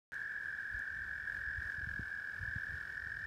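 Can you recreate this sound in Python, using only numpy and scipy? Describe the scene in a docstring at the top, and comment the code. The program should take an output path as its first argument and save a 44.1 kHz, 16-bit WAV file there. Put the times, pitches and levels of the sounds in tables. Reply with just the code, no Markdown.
"""A chorus of frogs trills around a pond in a grassy clearing, each repeating a short tone pulse 36-48 times a second.
The nearest frog shows many overtones; the others are tones with two faint harmonics.
Fading scatter from the tree line follows every frog. Light wind rumbles and thumps on the microphone,
over a faint hiss of shaped noise with a narrow gap near 2 kHz, with a few dry noise ticks and short falling peeps."""
import sys
import numpy as np
from scipy import signal
from scipy.fft import rfft, irfft
from scipy.io import wavfile

SR = 44100
rng = np.random.default_rng(int(sys.argv[2]) if len(sys.argv) > 2 else 0)


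def store_wav(level_fs):
    """Save 16-bit WAV to argv[1]."""
    pcm = np.round(np.clip(np.atleast_2d(level_fs), -1, 1) * 32767)
    wavfile.write(sys.argv[1], SR, pcm.T.astype(np.int16))


N = 143766
TIME = np.arange(N) / SR  # s


def from_db(db):
    """Turn decibels into a gain."""
    return 10 ** (np.asarray(db) / 20)


def rms_one(x):
    """Scale to an rms (average strength) of one."""
    return x / np.sqrt(np.mean(x ** 2) + 1e-20)


def in_time(rows):
    """Join (t/s, value) rows into a curve with a value at every sample."""
    return np.interp(TIME, *np.transpose(rows))


def drift(rate_hz):
    """Slow random wandering with rms one: noise smoothed twice, so it changes about rate_hz times a second."""
    step = 40  # samples between the drawn points
    keep = np.exp(-2 * np.pi * rate_hz * step / SR)
    draws = rng.standard_normal(N // step + 2002)
    slow = signal.lfilter([1], [1, -2 * keep, keep * keep], draws)
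    slow = rms_one(slow[2000:])  # drop the filter's settling time
    return np.interp(np.arange(N) / step, np.arange(len(slow)), slow)


def noise(colour):
    """Random noise with rms one, its spectrum shaped by (f/Hz, level/dB) rows."""
    hz, db = np.transpose(colour)
    bins_hz = np.maximum(np.fft.rfftfreq(N, 1 / SR), 1)
    gain = from_db(np.interp(np.log(bins_hz), np.log(hz), db))
    return rms_one(irfft(rfft(rng.standard_normal(N)) * gain, N))


def trill(turns, hz, length_s, scatter, centre_s=0, sag_hz_per_s=0, harmonics=False):
    """One tone pulse on each whole turn of the beat; each has its own timing, strength, pitch and phase."""
    pulse_scatter_db, beat_jitter_s = 0.47, .0003
    second_harmonic_db, third_harmonic_db = -35.5, -40.5
    skew = .8  # under 1: the pulse swells faster than it fades
    beats = np.interp(np.arange(1, int(turns[-1]) + 1), turns, TIME)
    chance = rng.standard_normal((256, 4))
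    t = np.arange(int(length_s * SR)) / SR
    swell = np.sin(np.pi * (t / length_s) ** skew) ** 2
    out = np.zeros(N + SR)
    for beat, (late, loud, sharp, turn) in zip(beats, chance):
        steady = hz * (1 + scatter * sharp) * t
        fall = sag_hz_per_s * (t - length_s / 2) ** 2 / 2
        phase = 2 * np.pi * (steady - fall + turn)
        tone = np.sin(phase)
        if harmonics:
            tone = tone + from_db(second_harmonic_db) * np.sin(2 * phase)
            tone = tone + from_db(third_harmonic_db) * np.sin(3 * phase)
        start_s = beat + centre_s - length_s / 2 + beat_jitter_s * late
        i = max(0, int(start_s * SR))
        out[i:i + len(t)] += from_db(pulse_scatter_db * loud) * swell * tone
    return out[:N]


def near_frog():
    """The nearest frog slows a little and brightens; its partials share one beat and fall in pitch each pulse."""
    # how fast it pulses: (t/s, pulses per second)
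    pulse_rate = [(0.12, 43.36), (0.6, 42.85), (1.0, 42.89), (1.4, 42.55), (1.8, 41.95), (2.2, 42.04),
                  (2.55, 40.91), (2.9, 41.49), (3.26, 40.87)]
    # tones in each pulse: (f/Hz, level/dB before brightening, centre after the beat/s, length/s)
    partials = [(1546.5, -40.5, -.0006, .014), (1382, -58.5, -.005, 0.014), (1392, -59, .005, 0.014),
                (2268, -59.5, .0008, .010), (3004, -70.5, -0.0019, .009), (3790, -74.5, -.0005, 0.011),
                (4610, -71.5, -.0022, 0.0054), (4850, -75, .003, .010), (5330, -72, -.0035, .006),
                (5270, -67.5, .0009, .008)]
    # extra level of the partials above 2500 Hz: (t/s, level/dB)
    overtone_level = [(.12, -2), (1.15, -1), (1.55, 2.6), (2.2, 2), (2.6, 3), (3.26, 4)]
    overtones_above_hz, sag_hz_per_s = 2500, 7700
    pitch_scatter = 0.013  # fraction of the pitch
    turns = .1 + np.cumsum(in_time(pulse_rate)) / SR
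    bright_db = in_time(overtone_level)
    out = 0
    for hz, db, centre_s, length_s in partials:
        pulses = trill(turns, hz, length_s, pitch_scatter, centre_s, sag_hz_per_s)
        level_db = db + bright_db * (hz > overtones_above_hz)
        out = out + from_db(level_db) * pulses
    return out


def far_frog(hz, per_s, length_s):
    """A frog across the pond, keeping its own slightly wandering beat."""
    rate_wander, pitch_scatter = .012, .006  # fractions of the rate and the pitch
    rate = per_s * (1 + rate_wander * drift(1))
    turns = rng.random() + np.cumsum(rate) / SR
    return trill(turns, hz, length_s, pitch_scatter, harmonics=True)


def high_frog():
    """The highest, fastest frog, which falls nearly silent and then resumes."""
    # its loudness: (t/s, level/dB)
    high_level = [(.12, -43), (.7, -44.5), (1.7, -39.5), (1.87, -75), (2.25, -56), (2.5, -44),
                  (3.26, -39.5)]
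    return from_db(in_time(high_level)) * far_frog(hz=1782.7, per_s=48.0, length_s=.013)


def other_frogs():
    """The rest of the chorus, a list of far frogs whose levels rise and fall together."""
    # one row a frog: (f/Hz, pulses per second, level/dB before the shared level, pulse length/s)
    frog_rows = [(1636.4, 40.9, -39.5, .015), (1671.7, 43.9, -39, .015), (1717.6, 42, -39.5, .016),
                 (1590, 36, -47, .016), (1657.4, 42, -44, .016)]
    # shared level added to every row: (t/s, level/dB)
    chorus_level = [(.12, -3.5), (.6, -1), (1.0, -2), (1.5, -1), (2.0, -2.5), (2.6, -1), (2.85, -4.5),
                    (3.26, -6)]
    chorus_db = in_time(chorus_level)
    return [from_db(db + chorus_db) * far_frog(hz, per_s, length_s)
            for hz, per_s, db, length_s in frog_rows]


def woods(x):
    """Scatter from the tree line: many random echoes, dying away by 60 dB in t60_s."""
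    level_db, t60_s, delay_s = -9, 0.62, .03
    t = TIME[:SR]
    echoes = rng.standard_normal(SR) * from_db(-60 * t / t60_s) * (t > delay_s)
    echoes = echoes / np.linalg.norm(echoes)
    return from_db(level_db) * signal.fftconvolve(x, echoes)[:N]


def hiss():
    """Faint hiss: shaped noise with a narrow gap near 2 kHz, its level flickering slightly."""
    # spectrum of the hiss, with the gap at 1960-2040 Hz: (f/Hz, relative level per Hz/dB)
    hiss_spectrum = [(30, -14.5), (100, 0), (300, -6.5), (550, -9), (850, -9.5), (1300, -6), (1800, -11.5),
                     (1960, -27), (2040, -34), (2120, -9.5), (2600, -16.5), (3400, -17.5), (4100, -19),
                     (5200, -22.5), (6200, -23), (10000, -28), (15000, -31.5)]
    level_db, flicker_db = -62.5, 1
    return from_db(level_db + flicker_db * drift(7.2)) * noise(hiss_spectrum)


def wind():
    """Lumpy rumble, plus brief air pushes that the microphone's low cut and resonance turn into thumps."""
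    # strength of the rumble: (t/s, level/dB before the random lumps)
    rumble_level = [(.12, -68), (.68, -70), (.76, -52), (.84, -70), (.98, -54.5), (1.18, -61), (1.4, -59),
                    (1.62, -55.5), (1.72, -69), (1.82, -56.5), (1.98, -49), (2.1, -65), (2.3, -69.5),
                    (2.43, -54), (2.62, -64.5), (2.72, -49.5), (2.82, -63.5), (3.0, -61.5), (3.15, -54)]
    # tone colour of the rumble: (f/Hz, relative level per Hz/dB)
    rumble_colour = [(20, -25), (45, -2), (75, 3), (120, -6), (200, -16.5), (400, -39), (1000, -75)]
    # pushes of air: (t/s, level before filtering/dB, half-width/s)
    buffets = [(0.742, -30.5, 0.0045), (0.964, -44, 0.0021), (1.055, -42, 0.0045), (1.474, -31, 0.0058),
               (1.583, -32.5, 0.0036), (1.655, -31, 0.0053), (1.782, -39.5, 0.0022), (1.813, -45, 0.00095),
               (1.831, -34.5, 0.0036), (1.872, -35.5, 0.002), (1.9946, -30.5, 0.0011), (2.407, -31, 0.0046),
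               (2.429, -33, 0.0029), (2.48, -34, 0.003), (2.561, -31, 0.0019), (2.704, -40.5, .004),
               (2.738, -36.5, 0.003), (3.067, -43, 0.0024)]
    lump_db, low_cut_hz = 1, 60.5
    bump_hz, bump_q, bump_db = 104.5, 2.1, -3.5  # the microphone's low resonance
    rumble = from_db(in_time(rumble_level) + lump_db * drift(30)) * noise(rumble_colour)
    pushes = sum(from_db(db) * np.exp(-((TIME - s) / width_s) ** 2) for s, db, width_s in buffets)
    # the low cut turns each push into a swing up and down
    low_cut = signal.butter(4, low_cut_hz, "high", fs=SR, output="sos")
    thumps = signal.sosfilt(low_cut, pushes)
    resonance = signal.lfilter(*signal.iirpeak(bump_hz, bump_q, fs=SR), thumps)
    return rumble + thumps + from_db(bump_db) * resonance


def ticks():
    """Small dry ticks near the microphone: noise that starts at once and dies within milliseconds."""
    # when and how loud: (t/s, level/dB)
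    tick_rows = [(.1432, -45), (.7928, -47.5), (1.72, -58), (2.146, -58), (2.424, -60), (2.469, -60)]
    # tone colour of the ticks: (f/Hz, relative level/dB)
    tick_colour = [(300, -4), (1500, -2), (3500, -4), (8000, -9.5), (15000, -21)]
    decay_s = .0006
    level = 0
    for s, db in tick_rows:
        fade = np.exp(-np.abs(TIME - s) / decay_s)
        level = level + from_db(db) * (TIME >= s) * fade
    return level * noise(tick_colour)


def peeps():
    """Faint, very short whistles: tones that fall in pitch as they swell and fade."""
    # one row a peep: (t/s, f/Hz at its middle, level/dB)
    peep_rows = [(.231, 4600, -67), (.739, 4690, -64), (.878, 4740, -67), (1.042, 4640, -67)]
    half_width_s, sag_hz_per_s = 0.0025, 18000
    out = 0
    for s, hz, db in peep_rows:
        t = TIME - s
        swell = np.exp(-(t / half_width_s) ** 2)
        tone = np.sin(2 * np.pi * (hz - sag_hz_per_s * t / 2) * t)
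        out = out + from_db(db) * swell * tone
    return out


def scene():
    """Add up the frogs, each with its own scatter from the trees, and the hiss, wind, ticks and peeps."""
    frogs = [near_frog(), high_frog()] + other_frogs()
    chorus = sum(frog + woods(frog) for frog in frogs)
    return (chorus + hiss() + wind() + ticks() + peeps())[None]


def record(dry):
    """Start after a moment of silence and cut off the highest treble with a steep filter."""
    start_s, cutoff_hz = .12, 15300
    top_cut = signal.ellip(12, .1, 70, cutoff_hz, fs=SR, output="sos")
    return signal.sosfilt(top_cut, dry * (TIME >= start_s))


dry = scene()
out = record(dry)
store_wav(out)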